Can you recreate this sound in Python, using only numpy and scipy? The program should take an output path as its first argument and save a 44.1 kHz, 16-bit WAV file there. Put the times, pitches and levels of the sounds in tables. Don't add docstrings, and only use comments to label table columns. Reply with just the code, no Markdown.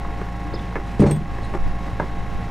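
import sys
import numpy as np
from scipy import signal
from scipy.fft import rfft, irfft, next_fast_len
from scipy.io import wavfile
from scipy.ndimage import map_coordinates

SR = 44100
rng = np.random.default_rng(int(sys.argv[2]) if len(sys.argv) > 2 else 0)


def invert_db(level):
    return 10 ** (np.asarray(level, dtype=float) / 20)


def waveform_to_disk(signal):
    frames = np.transpose(np.atleast_2d(signal))
    scaled = np.clip(frames, -1, 1) * 32767
    samples = np.round(scaled).astype(np.int16)
    wavfile.write(sys.argv[1], SR, samples)


N = 110250
T = np.arange(N) / SR


def unit(x):
    return x / np.sqrt(np.mean(x ** 2) + 1e-20)


def wobble(rate):
    return map_coordinates(rng.standard_normal(int(N * rate / SR) + 4), [T * rate])


def filtered(x, response):
    m = next_fast_len(x.shape[-1] + SR // 2)
    spectrum = rfft(x, m) * response(np.fft.rfftfreq(m, 1 / SR))
    return irfft(spectrum, m)[..., :x.shape[-1]]


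def colour(points):
    f, v = np.transpose(points)
    return lambda hz: invert_db(np.interp(np.log(hz + 0.11), np.log(f), v, -120, -120))


def noise(points):
    return unit(filtered(rng.standard_normal(N), colour(points)))


def body(peaks):
    def resonance(f, hz, width, db):
        return invert_db(db) * 1j * f * width / (hz * hz - f * f + 1j * f * width)
    return lambda f: sum((-1) ** k * resonance(f, *peak) for k, peak in enumerate(peaks))


def ring(modes, s, db, until=9, attack=0.00022):
    out, t = np.zeros(N), T[:SR // 2]
    damping_db = 900 * np.clip(t + s - until, 0, 1)
    shape = invert_db(db - damping_db) * (1 - np.exp(-t / attack))
    scatter_db = 1
    tones = sum(invert_db(level + rng.normal(0, scatter_db) - 60 * t / t60) * np.sin(2 * np.pi * hz * t)
                for hz, level, t60 in modes)
    out[round(s * SR):][:len(t)] = shape * tones
    return out


def yard(x):
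    t60_s = 0.18
    t = np.arange(SR // 3) / SR
    tail = rng.standard_normal(len(t)) * invert_db(-60 * t / t60_s) * (t > .008)
    return signal.fftconvolve(x, tail / np.linalg.norm(tail))[:N]


# time_s, level_db
BUFFETING = [(0, -30), (.9, -35), (1.25, -33), (1.5, -29.5), (2.1, -28), (2.5, -29.5)]
# freq_hz, density_db
PUFF_COLOUR = [(3, -6), (10, 2), (20, -5), (32, -24), (250, -78)]
# time_s, level_db, width_s, swing_hz
GUSTS = [
    (1.656, -14, 0.031, 16),
    (2.365, -20, 0.015, 14),
]


def wind():
    both, apart = filtered(rng.standard_normal((2, N)), colour(PUFF_COLOUR))
    stereo = unit(both) + 0.36 * np.outer([1, -1], unit(apart))
    slow = invert_db(np.interp(T, *np.transpose(BUFFETING))) * stereo
    t = T - [[.004], [-.004]]
    puffs = sum(invert_db(db) * np.exp(-((t - s) / (2 * width)) ** 2) * np.cos(2 * np.pi * hz * (t - s) - .4)
                for s, db, width, hz in GUSTS)
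    return slow + puffs


# time_s, pitch_hz, level_db
CHIRP = [(.530, 3240, -58), (.537, 4220, -45), (.543, 4900, -42), (.549, 5270, -44), (.554, 5000, -41.5),
         (.560, 3630, -48), (.568, 3590, -47), (.578, 3140, -53), (.585, 3150, -72)]
# time_s, pitch_hz, level_db
PEEP = [(.586, 3200, -62), (.595, 3550, -43), (.602, 3200, -60)]


def bird():
    def note(s, hz, db):
        phase = 2 * np.pi * np.cumsum(np.interp(T, s, hz)) / SR
        return np.sqrt(2) * invert_db(np.interp(T, s, db, -140, -140)) * np.sin(phase)
    song = note(*np.transpose(CHIRP)) + note(*np.transpose(PEEP))
    return song * invert_db(2.5 * wobble(260) - 1)


# multiple of shaft speed, level_db, phase_rad
HUM = [(1 / 3, -45.5, 0), (0.99, -30.5, 0), (3 / 2, -46.5, 2.3), (2, -38.5, 0.49), (3, -43.5, 0.69)]
# level_db of multiples 1, 2, 3 ..
MESH = [-62, -51, -68, -44, -57, -54, -60, -57, -72, -64, -67, -70, -73, -64, -73, -78, -84, -79, -73, -73,
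        -74, -79, -81, -76, -83, -79, -82, -85, -87, -80, -84, -87, -89, -83, -89, -85, -90, -88, -83, -87,
        -86, -84, -86, -91, -90, -92, -92, -92, -89, -95, -89, -97, -94, -98, -98]
# multiple of its speed, level_db
DRUM = [(2, -41), (5, -56), (8, -44), (9, -43), (10, -58), (11, -60), (12, -55), (16, -64), (27, -67),
        (29, -61), (30, -66)]
# freq_hz, level_db
BEATS = [(1184, -59), (1723, -59), (4124, -71)]
# freq_hz, width_hz, level_db
TEETH = [(2028, 254, 3), (892, 476, 5.5), (4250, 610, -22)]
# freq_hz, width_hz, level_db
BOOM = [(177.3, 21, -5), (300, 10, -2.5), (111.8, 32, -3.5)]
# freq_hz, density_db
RUSH = [(55, -63), (62, -4), (240, -11), (614, -21), (1100, -26), (1250, -32.5), (2000, -27), (2400, -30),
        (6500, -46), (11500, -55.5), (15800, -64)]


def hoist():
    shaft_hz, drum_hz, drift = 54.683, 89.13, .00025
    wander = np.cumsum(1 + drift * wobble(2.97)) / SR * 2 * np.pi
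    turn = shaft_hz * wander
    hum = sum(invert_db(db + 0.84 * wobble(5.2)) * np.cos(k * turn + phase) for k, db, phase in HUM)

    def line(k, db, angle):
        return invert_db(db) * np.cos(k * angle + rng.uniform(0, 2 * np.pi))

    mesh = [line(k + 1, db, turn * 5) for k, db in enumerate(MESH)]
    low_mesh = sum(mesh[:14]) * invert_db(wobble(8.14))
    runout = 1 + .55 * np.cos(turn / 2)
    high_mesh = sum(mesh[14:]) * runout * invert_db(2 + wobble(8.1))
    drum = sum(line(k, db, drum_hz * wander) for k, db in DRUM) * invert_db(0.5 + 0.66 * wobble(8.7))
    beats = sum(line(hz, db, wander) for hz, db in BEATS) * invert_db(0.67 * wobble(6.9))
    whine = low_mesh + high_mesh + drum + beats

    gate = np.exp(-((turn / (2 * np.pi) + 0.36) % 1) / 0.57) * invert_db(1.6 * wobble(54.46))
    teeth = body(TEETH)
    clatter = unit(filtered(gate * rng.standard_normal(N), lambda f: teeth(f) / (1 + (f / 5000) ** 4)))
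    housing = body(BOOM)
    boom = unit(filtered(rng.standard_normal(N), lambda f: housing(f) ** 2))
    rush = noise(RUSH) * invert_db(0.13 * wobble(2.8) + 1.1 * wobble(18))
    tones = np.sqrt(2) * (hum + invert_db(-1) * whine)
    return tones + invert_db(-43.5) * clatter + invert_db(-41.5) * boom + invert_db(-35.5) * rush


# time_s, peak_db, wall_pitch_hz, length_s, dull_above_hz
KNOCKS = [(0.048, -20.5, 440, 0.018, 1710), (0.2152, -17.5, 403, 0.0086, 2420),
          (0.524, -26.5, 340, 0.03, 590), (0.537, -19, 347, 0.024, 760), (0.756, -13.5, 375, 0.036, 2400),
          (0.786, -22, 367, 0.014, 704), (1.385, -21, 372, 0.0092, 1840), (1.538, -17.5, 396, 0.021, 2800),
          (1.547, -15.5, 339, 0.03, 1000), (1.573, -27, 405, 0.03, 2200), (1.998, -8.5, 359, 0.047, 1880),
          (2.031, -24, 374, 0.023, 1200)]
# pitch ratio, width ratio, level_db
WALL = [(.45, 0.23, -2.5), (1, 0.21, 5), (1.6, 0.17, 0.5), (2.3, 0.29, -2.5), (2.9, 0.35, -1),
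        (3.6, 0.31, -5.5), (4.6, 0.22, -4), (5.7, 0.43, -6.5), (7.5, 4.8, -16)]


def knocks():
    out, t = np.zeros(N), T[:SR // 8]
    spread = 0.0349
    for s, db, pitch_hz, length, dull_hz in KNOCKS:
        push = rng.standard_normal(len(t)) * invert_db(-22 * t / length)
        push[0] = 15
        wall = body([(pitch_hz * ratio, pitch_hz * width, g) for ratio, width, g in WALL])

        def response(f):
            hard = 0.16 / (1 + 1j * f / 5000)
            soft = 1 / (1 - (f / dull_hz) ** 2 + 1.2j * f / dull_hz) ** 2
            return wall(f) * (hard + soft) * np.exp(-4j * np.pi * spread * np.sqrt(f))

        hit = filtered(push, response)
        out[round((s - .0015) * SR):][:len(t)] += invert_db(db) * hit / abs(hit).max()
    return out


# freq_hz, level_db, t60_s
LINK = [(3680, -6, .13), (4258, 0.5, 0.91), (5281, -6, .06), (5480, 0, .6), (6420, -3.5, 0.87),
        (6770, -5, 0.92), (7687, -12, 0.63), (8040, -4, .35), (8861, -12, .07), (9250, -15, .3),
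        (10950, -20, .5), (12420, -26, .3)]
# time_s, level_db
LINK_HITS = [
    (1.0648, -45),
    (1.078, -47),
]
# freq_hz, level_db, t60_s
SHACKLE = [(3940, 1, .06), (4230, 0, .16), (6550, -10, .05), (7560, -16, 0.23), (8200, -9, .07),
           (9200, -12, .05)]
# time_s, level_db
SHACKLE_HITS = [
    (1.432, -47),
    (1.447, -46),
]
# freq_hz, level_db, t60_s
HOOK = [(3390, -12.5, 0.31), (5265, -24, .11), (6401, -25, .12), (6804, -23, 0.3), (8100, -18, 0.37),
        (8306, 0.5, 0.16), (9275, -12, 0.086), (10360, -7, 0.02), (11200, -19, .2), (11460, -22, .17),
        (13140, -26, .4), (13630, -25, .6), (15060, -28, .2), (15450, -25, .08)]
# time_s, level_db, damped_from_s
HOOK_HITS = [
    (1.1107, -28.5, 1.17),
    (1.162, -61, 1.6),
]


def hooks():
    links_held_s = 1.111
    links = sum(ring(LINK, s, db, links_held_s) for s, db in LINK_HITS)
    shackle = sum(ring(SHACKLE, s, db) for s, db in SHACKLE_HITS)
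    hook = sum(ring(HOOK, s, db, held) for s, db, held in HOOK_HITS)
    return (links + shackle) * invert_db(3 * wobble(220) - 2) + hook * invert_db(1.5 * wobble(130))


# time_s, level_db, push_centre_hz
DROP = [(.996, -7, 300), (1.0002, 1.5, 198), (1.001, -0.5, 85), (1.0105, -13.5, 340), (1.0205, 0, 481),
        (1.0255, -2, 323), (1.036, -6.5, 446), (1.039, -14, 1500), (1.045, -3.5, 83), (1.050, -10, 149),
        (1.058, -18.5, 1000), (1.064, -4, 178), (1.0625, -8.5, 575), (1.086, -10, 260), (1.107, -9, 402),
        (1.118, -5.5, 141), (1.163, -7, 145), (1.209, -17, 195)]
# freq_hz, level_db, t60_s
BED = [(85, 0, 0.15), (147.7, 1, 0.33), (203.3, 4.5, 0.12), (285, 0.5, 0.091), (314.7, 3.5, 0.13),
       (396, -0.5, 0.1), (444, -3, 0.106), (568, -4, 0.15), (651, -7, 0.17), (792, 4, 0.078),
       (868, 0.5, 0.072), (997, -2, .06), (1140, -3.5, 0.051), (2110, -1, 0.036)]
# freq_hz, density_db
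RATTLE = [(120, -29), (270, -2.5), (800, -3.5), (2200, -23), (4000, -55)]
# time_s, level_db, t60_s
SPARKS = [(1.003, -40, 0.054), (1.029, -52, .04), (1.0645, -54, .03), (1.105, -51, .02), (1.11, -33, 0.018),
          (1.161, -49, .03), (1.446, -53, .03), (1.539, -59, .015), (1.999, -60, 0.013)]
# freq_hz, density_db
SPARK_COLOUR = [(2500, -14), (6000, -8), (9000, 9), (12000, -13), (15700, -10)]
# time_s, level_db, t60_s
SPLASH = [(.86, -47, 0.64), (0.993, -36.5, 0.16), (1.003, -40.5, 0.12), (1.016, -38, 0.14),
          (1.037, -45, 0.037), (1.056, -40, .06), (1.063, -36, 0.18), (1.1097, -30, 0.076),
          (1.161, -36, 0.059), (1.548, -37, 0.045), (.213, -50, 0.021)]
# freq_hz, density_db
GRIT = [(800, 12), (2000, 10.5), (5000, -1.5), (9000, -7.5), (15700, -31)]


def drop():
    def landing(s, db, centre_hz):
        modes = [(hz, g - 22 * np.log2(hz / centre_hz) ** 2, t60) for hz, g, t60 in BED]
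        return ring(modes, s, db - 7, attack=0.001)

    def dying(s, db, t60):
        return (T > s) * invert_db(db - 60 * np.clip(T - s, 0, 1) / t60)

    def swell(s, db, t60, rise_s):
        return dying(s, db, t60) * np.clip((T - s) / rise_s, 0, 1)

    bed = -sum(landing(*contact) for contact in DROP)
    rattle = swell(1.014, -22, .36, 0.014) * noise(RATTLE) * invert_db(4.7 * wobble(90))
    sparks = sum(dying(*row) for row in SPARKS) * noise(SPARK_COLOUR)
    grit = sum(swell(*row, 0.0021) for row in SPLASH) * noise(GRIT) * invert_db(2.3 * wobble(300))
    return bed + rattle + sparks + grit


# freq_hz, level_db
SIDE = [(40, -19), (130, -31), (300, -33), (900, -44)]


def scene():
    hits = knocks() + drop() + bird()
    mid = hoist() + hits + invert_db(-14) * yard(hits) + hooks()
    side = filtered(yard(mid), colour(SIDE))
    return mid + np.outer([1, -1], side) + wind()


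def roll_off(x):
    return signal.sosfilt(signal.butter(12, 15720, fs=SR, output="sos"), x)


def record(dry):
    duck_s = 1.0 + np.cumsum([0, .04, 0.23, 0.047])
    duck_db = np.interp(T, duck_s, [0, -3, -3, 0])
    x = filtered(dry, lambda hz: hz < 15760) * invert_db(duck_db)
    top, knee = .93, 6
    mix = x / (1 + abs(x / top) ** knee) ** (1 / knee)
    return roll_off(mix)


dry = scene()
out = record(dry)
waveform_to_disk(out)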